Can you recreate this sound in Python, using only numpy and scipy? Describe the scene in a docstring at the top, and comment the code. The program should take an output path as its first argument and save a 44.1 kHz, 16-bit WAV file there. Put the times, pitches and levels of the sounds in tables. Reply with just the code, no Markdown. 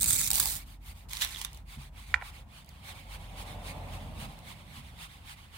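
"""A hand squeegee works a taped vinyl decal onto the side of a vehicle, outdoors.
The tacky tape grips and slips in three crackling scrapes, its stretched film ringing. The blade
swishes over the paper grain, a firm push and a light return nearly four times a second, with a few
ticks, small air pops and one sharp clack on the panel. The panel booms softly under the hand,
and a distant car passes with engine drone and tyre roar."""
import sys
import numpy as np
from scipy import signal
from scipy.fft import rfft, irfft
from scipy.io import wavfile

SR = 44100
rng = np.random.default_rng(int(sys.argv[2]) if len(sys.argv) > 2 else 0)


def dump_mix(stems):
    """Bounce the given channels to the path in sys.argv[1] as a 16-bit WAV at rate SR."""
    frames = np.atleast_2d(stems).T  # one column per channel
    limited = np.clip(frames, -1, 1)  # hard clip at full scale
    pcm = np.round(limited * 32767).astype(np.int16)
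    wavfile.write(sys.argv[1], SR, pcm)


N = 245637
T = np.arange(N) / SR
HZ = np.fft.rfftfreq(N, 1 / SR)


def amp(db):
    """Decibels to gain."""
    return 10 ** (np.asarray(db) / 20)


def read(points, hz):
    """Spectrum table interpolated over log frequency."""
    freq_hz, value = np.transpose(points)
    return np.interp(np.log(hz + 1), np.log(freq_hz + 1), value)


def curve(rows, column=1):
    """One column of a time table at every sample."""
    rows = np.asarray(rows)
    return np.interp(T, rows[:, 0], rows[:, column])


def add(mix, start_s, sound):
    """Adds a sound to the mix in place."""
    part = mix[..., max(round(start_s * SR), 0):][..., :sound.shape[-1]]
    part += sound[..., :part.shape[-1]]


def pan(left_minus_right_db):
    """Left and right gains at constant power."""
    half_db = np.atleast_1d(left_minus_right_db) / 2
    gains = amp([half_db, -half_db])
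    return gains / np.sqrt(np.mean(gains ** 2, 0))


def wobble(rate_hz):
    """Slow random curve, unit deviation."""
    size, span_s = 16384, 6.0
    lowpass = 1 / (1 + (np.fft.rfftfreq(size, span_s / size) / rate_hz) ** 4)
    slow = irfft(rfft(rng.standard_normal(size)) * lowpass)
    return np.interp(T, np.arange(size) * span_s / size, slow / slow.std())


def butter(x, order, hz, kind):
    """Causal Butterworth filter."""
    return signal.sosfilt(signal.butter(order, hz, kind, fs=SR, output="sos"), x)


def colour(x, points):
    """Minimum-phase filter of unit power, shaped by a spectrum table."""
    hz = abs(np.fft.fftfreq(2048, 1 / SR))
    log_gain = np.log(amp(np.maximum(read(points, hz), -90)))
    taps = np.fft.ifft(np.exp(np.conj(signal.hilbert(log_gain)))).real
    return signal.oaconvolve(x, taps[None] / np.linalg.norm(taps), axes=1)[:, :N]


def resonate(x, hz, width_hz):
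    """Unit-gain resonance that follows the curve hz."""
    carrier = np.exp(2j * np.pi * np.cumsum(hz) / SR)
    pole = np.exp(-np.pi * width_hz / SR)
    return 2 * (carrier * signal.lfilter([1 - pole], [1, -pole], x / carrier)).real


def peaks(rings):
    """Complex response of parallel resonances."""
    return sum(amp(db) / (1 + 2j * (HZ - hz) / width_hz) for hz, width_hz, db in rings)


def ring(modes, length_s):
    """Decaying modes of a struck body."""
    t = np.arange(int(length_s * SR)) / SR
    return sum(amp(db - 60 * t / t60_s) * np.sin(2 * np.pi * hz * t) for hz, db, t60_s in modes)


def blade_noise(direct_share, lag_samples):
    """Stereo white noise; a share comes straight from the blade, shifted in time on the left."""
    direct, left, right = rng.standard_normal((3, N))
    shared = np.array([np.roll(direct, lag_samples), direct])
    return np.sqrt(direct_share) * shared + np.sqrt(1 - direct_share) * np.array([left, right])


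def releases(rows, lag_s=0):
    """Timed events as a train of energy impulses."""
    energy = np.zeros(N)
    for start_s, level_db in rows:
        add(energy, start_s + lag_s, amp([level_db]) ** 2)
    return energy


def bursts(energy, decay_s, tail_db, tail_s, attack_s=0.0003):
    """Each release of energy gives a spit of noise and a weaker shiver of the film."""
    t = np.arange(SR // 16) / SR
    shape = np.exp(-2 * t / decay_s) + amp(tail_db) ** 2 * np.exp(-2 * t / tail_s)
    shape *= 1 - np.exp(-t / attack_s)
    return np.sqrt(abs(signal.oaconvolve(energy, shape)[:N])) * blade_noise(0.13, lag_samples=9)


# film resonances: pitch_hz, width_hz, gain_db
FILM_MODES = [(4460, 560, -3), (6440, 840, 0.5), (7630, 600, 6), (9100, 360, -24)]
# film tuning, sinking as more tape comes free and back up at the next grip: time_s, pitch_ratio
FILM_TUNING = [(0.05, 1.1), (0.21, 0.95), (0.275, 0.77), (0.305, 1.08)]
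def film(x, strength, drift=0.013, flicker_db=0.5):
    """The stretched film rings; each mode drifts and flickers as the blade's grip shifts."""
    ringing = 0
    for pitch_hz, width_hz, gain_db in FILM_MODES:
        gain = amp(gain_db + flicker_db * wobble(22))
        hz = pitch_hz * curve(FILM_TUNING) * (1 + drift * wobble(14))
        ringing += gain * resonate(x, hz, width_hz)
    return x + strength * ringing


TEAR_S = 1.22
def tear(level_db=-30, rise_s=0.008, fall_s=0.02, pitch_hz=3300):
    """A patch of tape tears free all at once in the last scrape."""
    age_s = T - TEAR_S
    swell = np.exp(-0.5 * (age_s / np.where(age_s < 0, rise_s, fall_s)) ** 2)
    rip = amp(level_db) * swell * blade_noise(0.049, lag_samples=5)
    return rip + resonate(rip, np.full(N, pitch_hz), width_hz=1500)


def scrape_envelope(start_s, length_s, level_db, sag_db_per_s, attack_s=0.0052, release_db_per_s=520):
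    """The blade bites, eases off slowly and lets go."""
    age_s = np.maximum(T - start_s, 0)
    release_db = release_db_per_s * np.maximum(age_s - length_s, 0)
    return np.minimum(age_s / attack_s, 1) * amp(level_db - sag_db_per_s * age_s - release_db)


# sticky scrapes: start_s, length_s, level_db, sag_db_per_s, run_up_s
SCRAPES = [(-0.02, 0.3, -21, 24.5, 0.11), (0.318, 0.25, -23, 47.5, 0.025), (1.084, 0.37, -42, 7.5, 0.03)]
# one spectrum per scrape: freq_hz, gain_db
SCRAPE_SPECTRA = [
    [(250, -19), (520, -25), (830, -17), (1800, -17.5), (2400, -10), (3000, -19.5), (3700, -9), (5500, -14),
     (8300, -3), (10300, -7)],
    [(420, -15.5), (790, -4), (1400, -11), (2170, -5), (2800, -8.5), (3800, -0.5), (6000, -4), (8900, 0),
     (15500, 2)],
    [(480, -25.5), (1000, -6), (1270, -13), (2040, -4), (2700, -6.5), (3600, -2), (4700, -7), (8500, -7),
     (15500, -12.5)],
]
# big slips of the tape: start_s, level_db
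SLIPS = [(0.0103, -17), (0.0208, -16.5), (0.0299, -13), (0.0420, -14.5), (0.0590, -17), (0.0851, -19),
         (0.1063, -12.5), (0.2127, -17), (0.2738, -20), (0.3039, -13.5), (0.3133, -13), (0.3315, -16),
         (0.3549, -13.5), (0.3990, -11.5), (0.4563, -15), (1.1323, -24), (1.1695, -27.5), (1.2195, -19),
         (1.2470, -21), (1.4143, -26), (1.4475, -22)]
def crackle(run_up_slips_per_s=180, free_slips_per_s=215, run_up_db=-10, spread_db=1.5, big_db=1.0):
    """Tacky tape holds and lets go a few hundred times a second; some slips are large."""
    free = np.ones(N)  # 0 to 1 as the blade breaks free
    for start_s, *_, run_up_s in SCRAPES:
        free = np.where(T < start_s, free, np.clip((T - start_s) / run_up_s, 0, 1) ** 4)
    slips_per_s = run_up_slips_per_s + (free_slips_per_s - run_up_slips_per_s) * free
    slip_count = rng.random() + np.cumsum(slips_per_s * np.exp(0.6 * wobble(200))) / SR
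    size_db = spread_db * np.clip(rng.standard_normal(N), -2, 1.2)
    energy = np.diff(np.floor(slip_count), prepend=0) * amp(size_db) ** 2
    stretch = signal.windows.hann(SR // 700)  # glue stretches before it lets go
    stretch /= stretch.sum()
    fine = bursts(np.convolve(energy, stretch, "same"), decay_s=0.0003, tail_db=-16.5, tail_s=0.006)
    fine *= amp(run_up_db * (1 - free)) / fine.std()
    big_energy = np.convolve(releases(SLIPS, lag_s=0.00037), stretch, "same")
    big = amp(big_db) * bursts(big_energy, decay_s=0.0011, tail_db=-6.0, tail_s=0.0029) + tear()
    ends_s = [start_s + length_s for start_s, length_s, *_ in SCRAPES[:-1]]
    scrape_index = np.searchsorted(ends_s, T - 0.02)
    first, second, third = (
        colour(fine * scrape_envelope(*row[:4]) + big * (scrape_index == k), SCRAPE_SPECTRA[k])
        for k, row in enumerate(SCRAPES))
    first = amp(-3.0) * film(first, strength=0.92)
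    second = amp(-1.0) * film(second, strength=0.61)
    return (first + second + third) * pan(-4.5)


# left-right likeness of diffuse sound: freq_hz, coherence
COHERENCE = [(80, 0.97), (640, 0.73), (1500, 0.025)]
def diffuse_noise(points, band_hz):
    """Stereo noise, alike in the bass, with unit level in the band."""
    left, other = rfft(rng.standard_normal((2, N)))
    coherence = read(COHERENCE, HZ)
    right = coherence * left + np.sqrt(1 - coherence ** 2) * other
    spectrum = np.array([left, right]) * amp(read(points, HZ))
    in_band = (HZ > band_hz[0]) * (HZ < band_hz[1])
    return irfft(spectrum, N) / irfft(spectrum.mean(0) * in_band, N).std()


# panel flexing: time_s, level_db
BOOM_LEVEL = [(0.2, -47), (0.76, -60), (2.6, -61), (4.25, -47), (4.36, -53.5), (5.57, -63)]
# panel rumble: freq_hz, gain_db
BOOM_SPECTRUM = [(30, -34), (50, 6), (75, 0), (140, 0), (220, -5), (340, -18), (900, -64)]
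# hand thumps: start_s, level_db
THUMPS = [(1.772, -42), (4.225, -47.5), (4.773, -46.5)]
# low panel modes: pitch_hz, gain_db, t60_s
THUMP_MODES = [(137.2, 2, 0.32), (222, 3, 0.13)]
def panel():
    """The wide panel rumbles as the hand moves and thuds when pressed."""
    press = signal.windows.hann(160)
    thud = np.convolve(ring(THUMP_MODES, 0.3), press / press.sum())
    thuds = np.zeros(N)
    for start_s, level_db in THUMPS:
        add(thuds, start_s, amp(level_db) * thud)
    rumble = amp(curve(BOOM_LEVEL)) * diffuse_noise(BOOM_SPECTRUM, band_hz=(110, 300))
    return (rumble + thuds) * pan(-2.4)


# engine drone: time_s, firing_hz, level_db
ENGINE = [(0.0, 46, -46), (2.3, 46.48, -49), (2.8, 46.8, -67.5), (3.1, 46.36, -45), (4.15, 44.27, -43),
          (4.5, 41.24, -58)]
# tyre roar: freq_hz, gain_db
TYRE_SPECTRUM = [(220, -1.5), (380, -8), (550, 1), (750, 4), (1000, -1), (1500, -16), (2800, -13.5),
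                 (4500, -52.5)]
def car(pass_s=3.776, near_s=0.62, tyres_db=-50, loss_db_per_decade=63, echo_gain=0.26, echo_s=0.00689):
    """Low engine drone, and tyre roar whose ground echo shifts as the car goes by."""
    distance_ratio = np.hypot(1, (T - pass_s) / near_s)
    nearness = amp(-loss_db_per_decade * np.log10(distance_ratio))
    firing_hz = curve(ENGINE) * (1 + 0.034 * wobble(7.7))
    phase = 2 * np.pi * np.cumsum(firing_hz) / SR
    drone = np.sin(phase) + nearness * np.sin(2 * phase)
    drone *= amp(curve(ENGINE, column=2) + 2.0 * wobble(23))
    roar = diffuse_noise(TYRE_SPECTRUM, band_hz=(450, 1000))
    delay_s = echo_s / np.hypot(1, (T - pass_s) / 1.01)
    roar += echo_gain * np.array([np.interp(T - delay_s, T, side) for side in roar])
    return drone + roar * nearness * amp(tyres_db + wobble(4.8))


# outdoor background: freq_hz, gain_db
AIR_SPECTRUM = [(40, -17), (65, 8.5), (130, -9.5), (250, -26.5), (400, -25.5), (850, -19), (1600, -29.5),
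                (5000, -44)]
def air(level_db=-67.5, waver_db=2.8):
    """Faint, wavering outdoor hush."""
    return diffuse_noise(AIR_SPECTRUM, band_hz=(400, 2000)) * amp(level_db + waver_db * wobble(7.0))


def speed_arch(start_s, end_s, top_share, exponent):
    """Blade speed between two standstills, greatest at top_share of the stroke."""
    speed = np.zeros(N)
    moving = slice(*np.searchsorted(T, [start_s, end_s]))
    progress = (T[moving] - start_s) / (end_s - start_s)
    skew = np.log(0.5) / np.log(top_share)
    speed[moving] = abs(np.sin(np.pi * progress ** skew)) ** exponent
    return speed


# blade strokes: start_s, turn_s, push_db, return_db
STROKES = [(0.48, 0.65, -54.5, -62), (0.791, 0.94, -56, -62.5), (1.069, 1.485, -58.5, -62),
           (1.64, 1.78, -55, -58.5), (1.907, 2.064, -58, -58), (2.175, 2.317, -54, -60.5),
           (2.444, 2.646, -60.5, -75), (2.799, 2.941, -51, -58.5), (3.053, 3.181, -53, -64.5),
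           (3.316, 3.45, -51, -57), (3.584, 3.738, -50, -76), (3.831, 3.999, -56, -64.5),
           (4.106, 4.279, -52, -65), (4.395, 4.55, -54.5, -67), (4.642, 4.826, -56.5, -64),
           (4.935, 5.083, -52, -61.5), (5.209, 5.358, -53.5, -64), (5.485, 5.616, -55, -63)]
# pushes sharpen as the hand finds its rhythm: time_s, arch_exponent
PUSH_SHAPE = [(2.3, 0.96), (3.4, 1.22)]
# sliding that carries on between quick strokes: time_s, level_db
DRAG = [(2.48, -100), (2.7, -68.5), (3.7, -63), (5.5, -70)]
def stroke_power(overlap_s=0.011):
    """Each push gathers speed and stops short; a lighter return lasts until the next push."""
    power = amp(curve(DRAG)) ** 2
    ends_s = [row[0] for row in STROKES[1:]] + [STROKES[-1][1] + 0.1]
    for (start_s, turn_s, push_db, return_db), end_s in zip(STROKES, ends_s):
        exponent = np.interp(start_s, *np.transpose(PUSH_SHAPE))
        push = amp(push_db) * speed_arch(start_s, turn_s, top_share=0.69, exponent=exponent)
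        back = amp(return_db) * speed_arch(turn_s - overlap_s, end_s, top_share=0.39, exponent=1.22)
        power += push ** 2 + back ** 2
    return power


# blade rubbing on paper: freq_hz, gain_db
RUB_SPECTRUM = [(500, -28), (800, 1.5), (1150, -3), (1600, -6), (2200, -2.5), (3500, -1), (4900, -7.5),
                (5800, -11.5), (7700, -11.5), (9200, -5), (10300, -12.5), (15500, -14)]
# stereo balance of the rub: freq_hz, left_minus_right_db
RUB_BALANCE = [(700, -6), (1500, 0.5), (2300, -11), (3500, -3.5), (5500, -1.5), (9000, 5)]
# panel resonances under the blade: pitch_hz, width_hz, gain_db
RUB_MODES = [(1115, 59, -4.5), (2210, 330, -4)]
# sizzle of loose tape: pitch_hz, width_hz, gain_db
SIZZLE_MODES = [(11700, 380, -1.5), (13900, 600, 5)]
# blade pressure: time_s, body_gain_db
PRESSURE = [(0.9, -3.5), (2.9, 0.67)]
def swish(gain_db=-1.0, flutter_db=0.78, split_hz=4300, body_follow=0.83, pivot_db=-54):
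    """The blade slides over the tape's paper grain; slow strokes are duller, the first ones sizzle."""
    speed_db = 10 * np.log10(stroke_power() + 1e-10)
    grain = blade_noise(0.25, lag_samples=-12)
    spectrum = rfft(grain) * amp(read(RUB_SPECTRUM, HZ)) * pan(read(RUB_BALANCE, HZ))
    lowpass = 1 / (1 + (HZ / split_hz) ** 8)
    spectrum /= irfft(spectrum.mean(0) * (1 - lowpass), N).std()
    sizzle = irfft(spectrum * peaks(SIZZLE_MODES), N) * (T < TEAR_S)  # until the patch tears free
    hiss = irfft(spectrum * (1 - lowpass), N) + sizzle
    body = irfft(spectrum * lowpass * (1 + peaks(RUB_MODES)), N)
    body_db = curve(PRESSURE) + pivot_db + body_follow * (speed_db - pivot_db)
    return (hiss * amp(speed_db) + body * amp(body_db)) * amp(gain_db + flutter_db * wobble(21))


# blade-edge ticks: start_s, level_db
TICKS = [(1.0958, -39), (1.531, -39), (1.5465, -39), (1.5735, -40), (2.6455, -47.5), (2.6612, -49),
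         (2.6905, -39), (4.3895, -43.5)]
# tick spectrum: freq_hz, gain_db
TICK_SPECTRUM = [(2000, -35), (4000, -11), (6500, -15.5), (12000, -16)]
def ticks():
    """The blade's edge catches on the tape with a crisp tick."""
    catches = bursts(releases(TICKS), decay_s=0.0014, tail_db=-19, tail_s=0.0062)
    return colour(catches, TICK_SPECTRUM) * pan(-3.0)


# air pockets: start_s, pitch_hz, level_db
POPS = [(1.3477, 3600, -27), (1.3603, 3260, -27), (1.3701, 3480, -30)]
def pops(t60_s=0.0071):
    """Air pockets burst under the tape, each with a brief pitch."""
    out = np.zeros(N)
    for start_s, pitch_hz, level_db in POPS:
        add(out, start_s, ring([(pitch_hz, level_db, t60_s)], 0.03))
    return out * pan(-9.0)


# blade hits on the panel: start_s, blade_db, panel_db, rebound_db
CLACKS = [(2.1415, -6.5, -33, -5.5), (2.2135, -34.5, -42, -20), (2.222, -29, -35, -16)]
# blade modes: pitch_hz, gain_db, t60_s
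BLADE_MODES = [(1466, 7, 0.0026), (1940, 11.5, 0.0027), (2390, -6, 0.014), (3500, -20.5, 0.011)]
# hollow panel ring: pitch_hz, gain_db, t60_s
PANEL_MODES = [(805, -0.5, 0.025), (975, -4.5, 0.035), (1355, -8, 0.045)]
# dry contact crack: freq_hz, gain_db
CRACK_SPECTRUM = [(800, -15), (2500, 0), (4000, 0), (9000, -6), (12000, -36)]
def clacks(rebound_s=0.002113, contact_s=0.00026, panel_lag_s=0.00287, echo_s=0.018, echo_db=-23):
    """Hard plastic hits the panel and rebounds; the ground echoes once, the gravel scatters the rest."""
    blows, body = np.zeros((2, N))
    for start_s, blade_db, panel_db, rebound_db in CLACKS:
        add(body, start_s + panel_lag_s, amp(panel_db) * ring(PANEL_MODES, 0.1))
        add(blows, start_s, amp([blade_db]))
        add(blows, start_s + rebound_s, amp([blade_db + rebound_db]))
    # neighbouring modes swing opposite ways
    blade = sum((-1) ** k * ring([mode], 0.1) for k, mode in enumerate(BLADE_MODES))
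    # a small blade radiates no bass; the tape cushions the blow
    direct = butter(signal.oaconvolve(blows, blade)[:N], 3, [800, 1 / contact_s], "band")
    direct += amp(echo_db) * np.interp(T - echo_s, T, direct)
    spit = bursts(blows ** 2, decay_s=0.0031, tail_db=-15.5, tail_s=0.017)
    crack = amp(-26) * colour(spit, CRACK_SPECTRUM)
    body = butter(body, 3, 520, "high")
    midrange = butter(blows, 3, [720, 2400], "band")
    echoes = amp(-1.5) * scatter(midrange[None], t60_s=0.47, treble_t60_s=0.061)
    return (direct + crack) * pan(-9.0) + body * pan(-4.0) + echoes


def blade_reflection(x, gain=0.38, gap_s=0.00061, wander=0.291, rate_hz=14):
    """The blade reflects the sound over a small, changing gap, so the colour shifts."""
    delay_s = gap_s * np.exp(wander * wobble(rate_hz))
    upsampled = signal.resample_poly(x, 2, 1, axis=1)
    echo = np.array([np.interp(2 * SR * (T - delay_s), np.arange(2 * N), side) for side in upsampled])
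    return (x + gain * echo) / np.hypot(1, gain)


def scatter(x, t60_s, treble_t60_s):
    """Scattered echoes off the vehicle's side and the gravel; the treble dies first."""
    t = np.arange(SR // 3) / SR
    taps = rng.standard_normal((2, len(t))) * (t > 0.003)
    low = butter(taps, 2, 3000, "low")
    tail = low * amp(-60 * t / t60_s) + 0.077 * (taps - low) * amp(-60 * t / treble_t60_s)
    return signal.oaconvolve(x, tail / np.linalg.norm(tail[0]), axes=1)[:, :N]


def scene():
    """Close work on the panel, the road behind."""
    tape = crackle() + pops() + ticks()
    squeegee = blade_reflection(tape + swish())
    echoes = amp(-14.0) * scatter(tape, t60_s=0.21, treble_t60_s=0.067)
    return squeegee + echoes + clacks() + panel() + car() + air()


def record(dry, low_cut_hz=32, high_cut_hz=15900):
    """Bass cut and band limit."""
    lowpass = signal.firwin(511, high_cut_hz, window=("kaiser", 9), fs=SR)
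    return signal.oaconvolve(butter(dry, 4, low_cut_hz, "high"), lowpass[None], "same")


dry = scene()
out = record(dry)
dump_mix(out)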